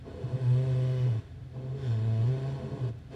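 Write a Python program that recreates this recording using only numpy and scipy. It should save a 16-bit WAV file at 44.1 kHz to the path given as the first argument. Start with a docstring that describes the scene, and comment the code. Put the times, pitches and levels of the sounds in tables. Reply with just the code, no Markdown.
"""A front suspension joint groans by stick-slip friction as the steering of an idling car is worked to and
fro, heard from inside. Each stroke starts as an uneven rub, locks into regular slips near 120 Hz that
boom in the cabin and excite the body's resonances, then breaks up again; a third stroke just begins.
A hiss with narrow resonances, probably the steering fluid, follows the load. Short creaks and metallic
scrapes come within the strokes, and the engine hums underneath."""
import sys
import numpy as np
from scipy import signal
from scipy.fft import rfft, irfft, next_fast_len
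from scipy.io import wavfile
from scipy.ndimage import map_coordinates

SR = 44100
rng = np.random.default_rng(int(sys.argv[2]) if len(sys.argv) > 2 else 0)


def put_to_file(sound):
    """Save the sound as 16-bit audio at rate SR, in the file named by the first command-line argument."""
    columns = np.atleast_2d(sound).T  # one column per channel
    safe = np.clip(columns, -1, 1)
    whole_steps = np.round(safe * 32767)
    wavfile.write(sys.argv[1], SR, whole_steps.astype(np.int16))


N = 138915

# resonances of body and cabin: f/Hz, half-width/Hz, relative level/dB
BODY_MODES = [(212, 18.3, 2.5), (289.4, 24, -4.5), (321, 11, -8.5), (389.8, 21.7, 1), (424, 16, -3.5),
              (446, 29, -9.5), (509.7, 13.5, -0.5), (560, 12, -14.5), (643.8, 17, -9), (675.5, 13, -4),
              (825.6, 34, -12.5), (861, 14, -23.5), (931, 26, -21.5), (998, 34, -15), (1076, 19, -13.5),
              (1135, 19, -18.5)]
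# spectral envelope of hiss and buzz: f/Hz, relative level/dB
HISS_SPECTRUM = [(600, -15.5), (1150, -4), (1600, 1.5), (2100, -2.5), (2800, -3.5), (3050, -2),
                 (3750, -3.5), (4100, -9.5), (4450, -9), (4750, -12.5), (5600, -10), (6400, -17),
                 (7300, -15), (8100, -21.5), (9000, -20.5), (10300, -24.5), (12000, -34.5), (15500, -36)]
SLIP_PULSE_DEPTH = .14  # amplitude modulation of hiss and scrapes at the slip rate


def amp(db):
    """Amplitude ratio of a level in decibels."""
    return 10 ** (np.asarray(db) / 20)


def unit(x):
    """Normalisation to rms 1."""
    return x / np.sqrt(np.mean(x ** 2) + 1e-20)


def curve(rows):
    """Linear interpolation of (t/s, value) rows at every sample."""
    return np.interp(np.arange(N) / SR, *np.transpose(rows))


def wobble(knots_per_s):
    """Smooth random modulation: a spline through Gaussian values."""
    return map_coordinates(rng.standard_normal(N), [np.arange(N) * knots_per_s / SR + 2])


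def colour(points, hz):
    """Spectral envelope: gain from (f/Hz, level/dB) points on a logarithmic frequency axis."""
    f, db = np.transpose(points)
    return amp(np.interp(np.log(hz + 1), np.log(f + 1), db))


def resonances(modes, hz):
    """Modal superposition: the gain is a sum of Lorentzian peaks."""
    return sum(amp(db) / (1 + ((hz - centre) / half_width) ** 2) for centre, half_width, db in modes)


def filtered(x, response):
    """Linear filtering: the spectrum is multiplied by a frequency response."""
    size = next_fast_len(N + SR // 2)
    return irfft(rfft(x, size) * response(np.fft.rfftfreq(size, 1 / SR)), size)[:N]


def noise(response):
    """Spectral shaping of white noise, at rms 1."""
    return unit(filtered(rng.standard_normal(N), response))


def ringing(modes):
    """Random excitation of resonances: bands of noise, together at rms 1."""
    return noise(lambda hz: resonances(modes, hz))


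def cabin(x, t60_s=0.11, reflections_db=11.5):
    """Reverberation: dense reflections from glass and trim decay exponentially; the level is kept."""
    t = np.arange(SR // 5) / SR
    tail = rng.standard_normal(len(t)) * amp(-60 * t / t60_s)
    reflections = signal.fftconvolve(x, tail / np.linalg.norm(tail))[:N]
    return (x + amp(reflections_db) * reflections) / np.sqrt(1 + amp(reflections_db) ** 2)


def engine_idle(rumble_db=-47, waver_db=3.5):
    """Line spectrum over a continuum: the engine's wavering hum on a soft rumble."""
    # partials of the hum: f/Hz, level/dB
    partials = [(53, -60.5), (80.7, -53), (127, -54.5)]
    # spectral envelope of the rumble: f/Hz, relative level/dB
    spectrum = [(25, -22), (40, -18), (60, -4.5), (85, 2.5), (135, 6.5), (200, -13), (270, -7.5),
                (400, -23.5), (700, -21.5), (1000, -33.5), (1500, -28), (2500, -35.5), (3500, -35.5),
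                (5000, -42.5), (8000, -49.5), (11000, -52.5), (15500, -62)]
    t, hum = np.arange(N) / SR, np.zeros(N)
    for hz, db in partials:
        hum += amp(db + waver_db * wobble(14)) * np.sin(2 * np.pi * hz * t + .5 * wobble(8.2))
    return np.sqrt(2) * hum + amp(rumble_db) * noise(lambda hz: colour(spectrum, hz))


def slip_buzz(phase):
    """Harmonics of a sharp edge: each slip carries high orders, scattered in phase and level."""
    edge = sum(np.cos(k * phase + rng.uniform(0, 2 * np.pi)) * amp(3 * wobble(12)) for k in range(10, 40))
    return unit(filtered(edge, lambda hz: colour(HISS_SPECTRUM, hz)))


def steering_hiss(phase, lock, rings_db=-5, buzz_db=-11, trim_db=0.5):
    """Amplitude modulation: hiss under load, with rings, buzz and a whistle, pulses with each slip."""
    # envelope of the hiss: t/s, relative level/dB
    hiss_level = [(0, -64), (.03, -72), (.08, -63), (.35, -60), (.47, -57), (.75, -56), (1.0, -56.5),
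                  (1.19, -59.5), (1.225, -65), (1.39, -72.5), (1.52, -72), (1.56, -67), (1.73, -66),
                  (1.85, -56), (1.99, -58.5), (2.3, -57), (2.5, -57), (2.72, -60.5), (2.89, -58.5),
                  (2.92, -69.5), (3.09, -72), (3.13, -59), (3.15, -59)]
    # resonances of the metalwork: f/Hz, half-width/Hz, relative level/dB
    metal_modes = [(1465, 20, -4), (1530, 30, -4), (1737, 20, -1), (1883, 18, -1), (2022, 45, -2),
                   (2289, 16, -2), (2570, 70, -5), (3090, 45, -3), (3480, 110, -6), (3800, 40, -7),
                   (4310, 55, 0), (5070, 40, -11), (5830, 50, -12), (7472, 60, -14), (8630, 70, -16)]
    # bands of the first stroke's thin whistle: f/Hz, half-width/Hz, relative level/dB
    whistle_bands = [(7950, 110, -11), (8550, 95, 2)]
    # envelope of the whistle: t/s, level/dB
    whistle_level = [(0, -98), (.2, -91), (.36, -79.5), (.48, -77), (.75, -76.5), (.95, -80), (1.15, -82),
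                     (1.25, -108)]
    broadband = unit(cabin(noise(lambda hz: colour(HISS_SPECTRUM, hz))))
    hiss = unit(broadband + amp(rings_db) * ringing(metal_modes))
    hiss += amp(buzz_db) * lock * slip_buzz(phase)
    hiss *= amp(curve(hiss_level) + trim_db)
    whistle = ringing(whistle_bands) * amp(curve(whistle_level))
    flicker = amp(0.27 * wobble(77))
    return (hiss + whistle) * (1 + SLIP_PULSE_DEPTH * np.sin(phase)) * flicker


def metal_scrapes(phase):
    """Noise-excited resonance: metal rings briefly, swelling and fading, pulsing at the slip rate."""
    # scrapes: start t/s, duration/s, level/dB, modes as (f/Hz, half-width/Hz, relative level/dB)
    scrapes = [(.7, 0.53, -60.5, [(2010, 100, -1), (2953, 25, 5), (3030, 50, -4.5), (3440, 120, -11.5),
               (5500, 720, -15.5), (13900, 1900, -32)]), (1.75, 0.28, -60.5, [(1520, 110, -2),
               (3210, 55, 0), (3530, 88, 0), (5320, 150, -7), (7000, 300, -15.5)])]
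    t, out = np.arange(N) / SR, np.zeros(N)
    for start, duration, db, modes in scrapes:
        progress = np.clip((t - start) / duration, 0, 1)
        out += amp(db) * np.sin(np.pi * progress) * ringing(modes)
    return out * (1 + SLIP_PULSE_DEPTH * np.sin(phase))


def joint_creaks(scatter_rad=0.33):
    """Friction-excited resonance: single modes sing for a moment, gliding as the grip changes."""
    # creaks during uneven slipping: start t/s, duration/s, first f/Hz, last f/Hz, level/dB
    creaks = [(0.115, .13, 499, 493, -47), (.14, 0.13, 451.5, 381, -52), (0.159, 0.22, 690, 655, -53),
              (0.332, 0.13, 445, 384, -49.5), (1.701, 0.18, 427, 413.7, -44.5),
              (2.604, .1, 222.7, 224, -41), (2.773, .12, 408, 365, -51.5)]
    t, out = np.arange(N) / SR, np.zeros(N)
    for start, duration, first_hz, last_hz, db in creaks:
        progress = np.clip((t - start) / duration, 0, 1)
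        phase = 2 * np.pi * np.cumsum(first_hz + (last_hz - first_hz) * progress) / SR
        out += amp(db) * np.sin(np.pi * progress) * np.sin(phase + scatter_rad * wobble(90))
    return np.sqrt(2) * out


def joint_rub(slips_per_s=1200, broadband_db=-4):
    """Shot noise: uneven slips knock the body's resonances at random moments, over a broad noise."""
    # spectral envelope between the resonances: f/Hz, relative level/dB
    spectrum = [(40, -38), (90, 0.5), (150, 0), (190, 0), (280, 2.5), (450, -19), (700, -12.5),
                (1100, -25.5), (1400, -24), (2500, -48), (6000, -79.5)]
    slips = (rng.random(N) < slips_per_s / SR) * rng.choice([-1, 1], N)
    strength = amp(1.3 * rng.standard_normal(N))
    ring = unit(filtered(slips * strength, lambda hz: resonances(BODY_MODES, hz)))
    return unit(ring + amp(broadband_db) * noise(lambda hz: colour(spectrum, hz)))


def cabin_boom(phase, trim_db=-0.35, shimmer_db=.2):
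    """Forced vibration: the cabin booms at the fundamental of the slips."""
    # envelopes of the boom, one list for each full stroke: t/s, relative level/dB
    strokes = [
        [(.21, -78), (.243, -30), (.26, -29.5), (.29, -45), (.315, -50), (.338, -27), (.36, -26.5), (.385, -59),
         (.42, -30.5), (.48, -23), (.52, -21.5), (.6, -25), (.66, -30.5), (.73, -26.5), (.87, -27.5),
         (.99, -28), (1.06, -24.5), (1.11, -26), (1.15, -29.5), (1.195, -29), (1.225, -64)],
        [(1.52, -58), (1.575, -37), (1.61, -42.5), (1.68, -36.5), (1.76, -33.5), (1.81, -43), (1.87, -30.5),
         (1.92, -25), (2.0, -30), (2.08, -26), (2.17, -27), (2.29, -24), (2.41, -36), (2.48, -31),
         (2.55, -32.5), (2.61, -54), (2.65, -29.5), (2.7, -63), (2.74, -31), (2.765, -50), (2.8, -33.5),
         (2.85, -27), (2.9, -34), (2.94, -43), (2.99, -43)],
    ]
    t = np.arange(N) / SR
    envelope = sum(amp(curve(rows)) * (t > rows[0][0]) * (t < rows[-1][0]) for rows in strokes)
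    return amp(trim_db + shimmer_db * wobble(45)) * envelope * np.sqrt(2) * np.sin(phase)


def joint_groan(phase, slip_hz, second_harmonic_db=4, flutter_db=1.5, scatter_rad_per_order=0.072):
    """Source and filter: harmonics of the regular slips swell as they cross the body's resonances."""
    out = np.zeros(N)
    for k in range(2, 11):
        gain = resonances(BODY_MODES, k * slip_hz)
        gain *= amp(second_harmonic_db * (k == 2) + flutter_db * wobble(24.48))
        offset = rng.uniform(0, 2 * np.pi) + scatter_rad_per_order * k * wobble(50)
        out += gain * np.sin(k * phase + offset)
    return unit(out)


def scene(groan_db=0.5, rub_db=2.5, rate_jitter=0.0057):
    """Stick-slip friction: the load is shared between groan and rub, and all sources superpose."""
    # repetition rate of the slips: t/s, f/Hz
    slip_rate = [(0, 132), (.14, 136), (.19, 126), (.29, 124), (.37, 128), (.41, 132), (.45, 121.8),
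                 (.48, 122), (.56, 126.5), (.656, 132), (.732, 127), (.922, 128.6), (1.034, 124.7),
                 (1.075, 127), (1.13, 111), (1.2, 111), (1.55, 127), (1.68, 130), (1.74, 133), (1.8, 138),
                 (1.85, 130), (1.89, 116), (1.99, 108.7), (2.06, 112.6), (2.16, 111.2), (2.23, 113),
                 (2.3, 128.9), (2.45, 134.8), (2.5, 134), (2.56, 138), (2.62, 131), (2.73, 134), (2.8, 133),
                 (2.85, 123), (2.9, 114), (3.15, 130)]
    # regularity of the slips: t/s, lock (0 uneven, 1 periodic)
    regularity = [(0, 0.07), (.14, 0), (.36, 0.52), (.45, 0.95), (.8, 0.82), (1.03, 0.97), (1.1, 0),
                  (1.5, 0.17), (1.65, 0.54), (1.8, 0.34), (1.88, 0.7), (2.02, 0.75), (2.18, 1),
                  (2.25, 0.76), (2.32, 0.9), (2.5, 0.48), (2.6, .2), (2.75, 0), (2.85, 0.2), (3.15, 0.01)]
    # steering load, as the envelope of groan and rub: t/s, relative level/dB
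    load = [(0, -72), (.03, -57), (.07, -46), (.17, -49.5), (.3, -44.5), (.4, -43), (.6, -41), (.8, -42.5),
            (1.03, -42), (1.1, -46), (1.19, -48), (1.23, -59), (1.35, -61.5), (1.51, -64), (1.56, -48),
            (1.7, -49.5), (1.79, -49.5), (1.88, -45), (2.1, -43.5), (2.3, -41), (2.65, -44.5), (2.89, -45),
            (2.93, -55), (3.0, -64), (3.09, -69), (3.12, -48.5), (3.15, -48)]
    slip_hz = curve(slip_rate)
    phase = 2 * np.pi * np.cumsum(slip_hz * (1 + rate_jitter * wobble(90))) / SR
    lock = np.clip(curve(regularity), 0, .97)  # some rub always remains
    groan = amp(groan_db) * np.sqrt(lock) * joint_groan(phase, slip_hz)
    rub = amp(rub_db) * np.sqrt(1 - lock) * joint_rub()
    joint = cabin_boom(phase) + amp(curve(load)) * (groan + rub) + joint_creaks()
    return (joint + steering_hiss(phase, lock) + metal_scrapes(phase) + engine_idle())[None]


def record(dry, low_cut_hz=35, top_hz=15700):
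    """Band limiting: the microphone drops the deepest bass, and nothing passes above the top frequency."""
    return filtered(dry[0], lambda hz: (hz < top_hz) * hz ** 4 / np.sqrt(hz ** 8 + low_cut_hz ** 8))[None]


dry = scene()
out = record(dry)
put_to_file(out)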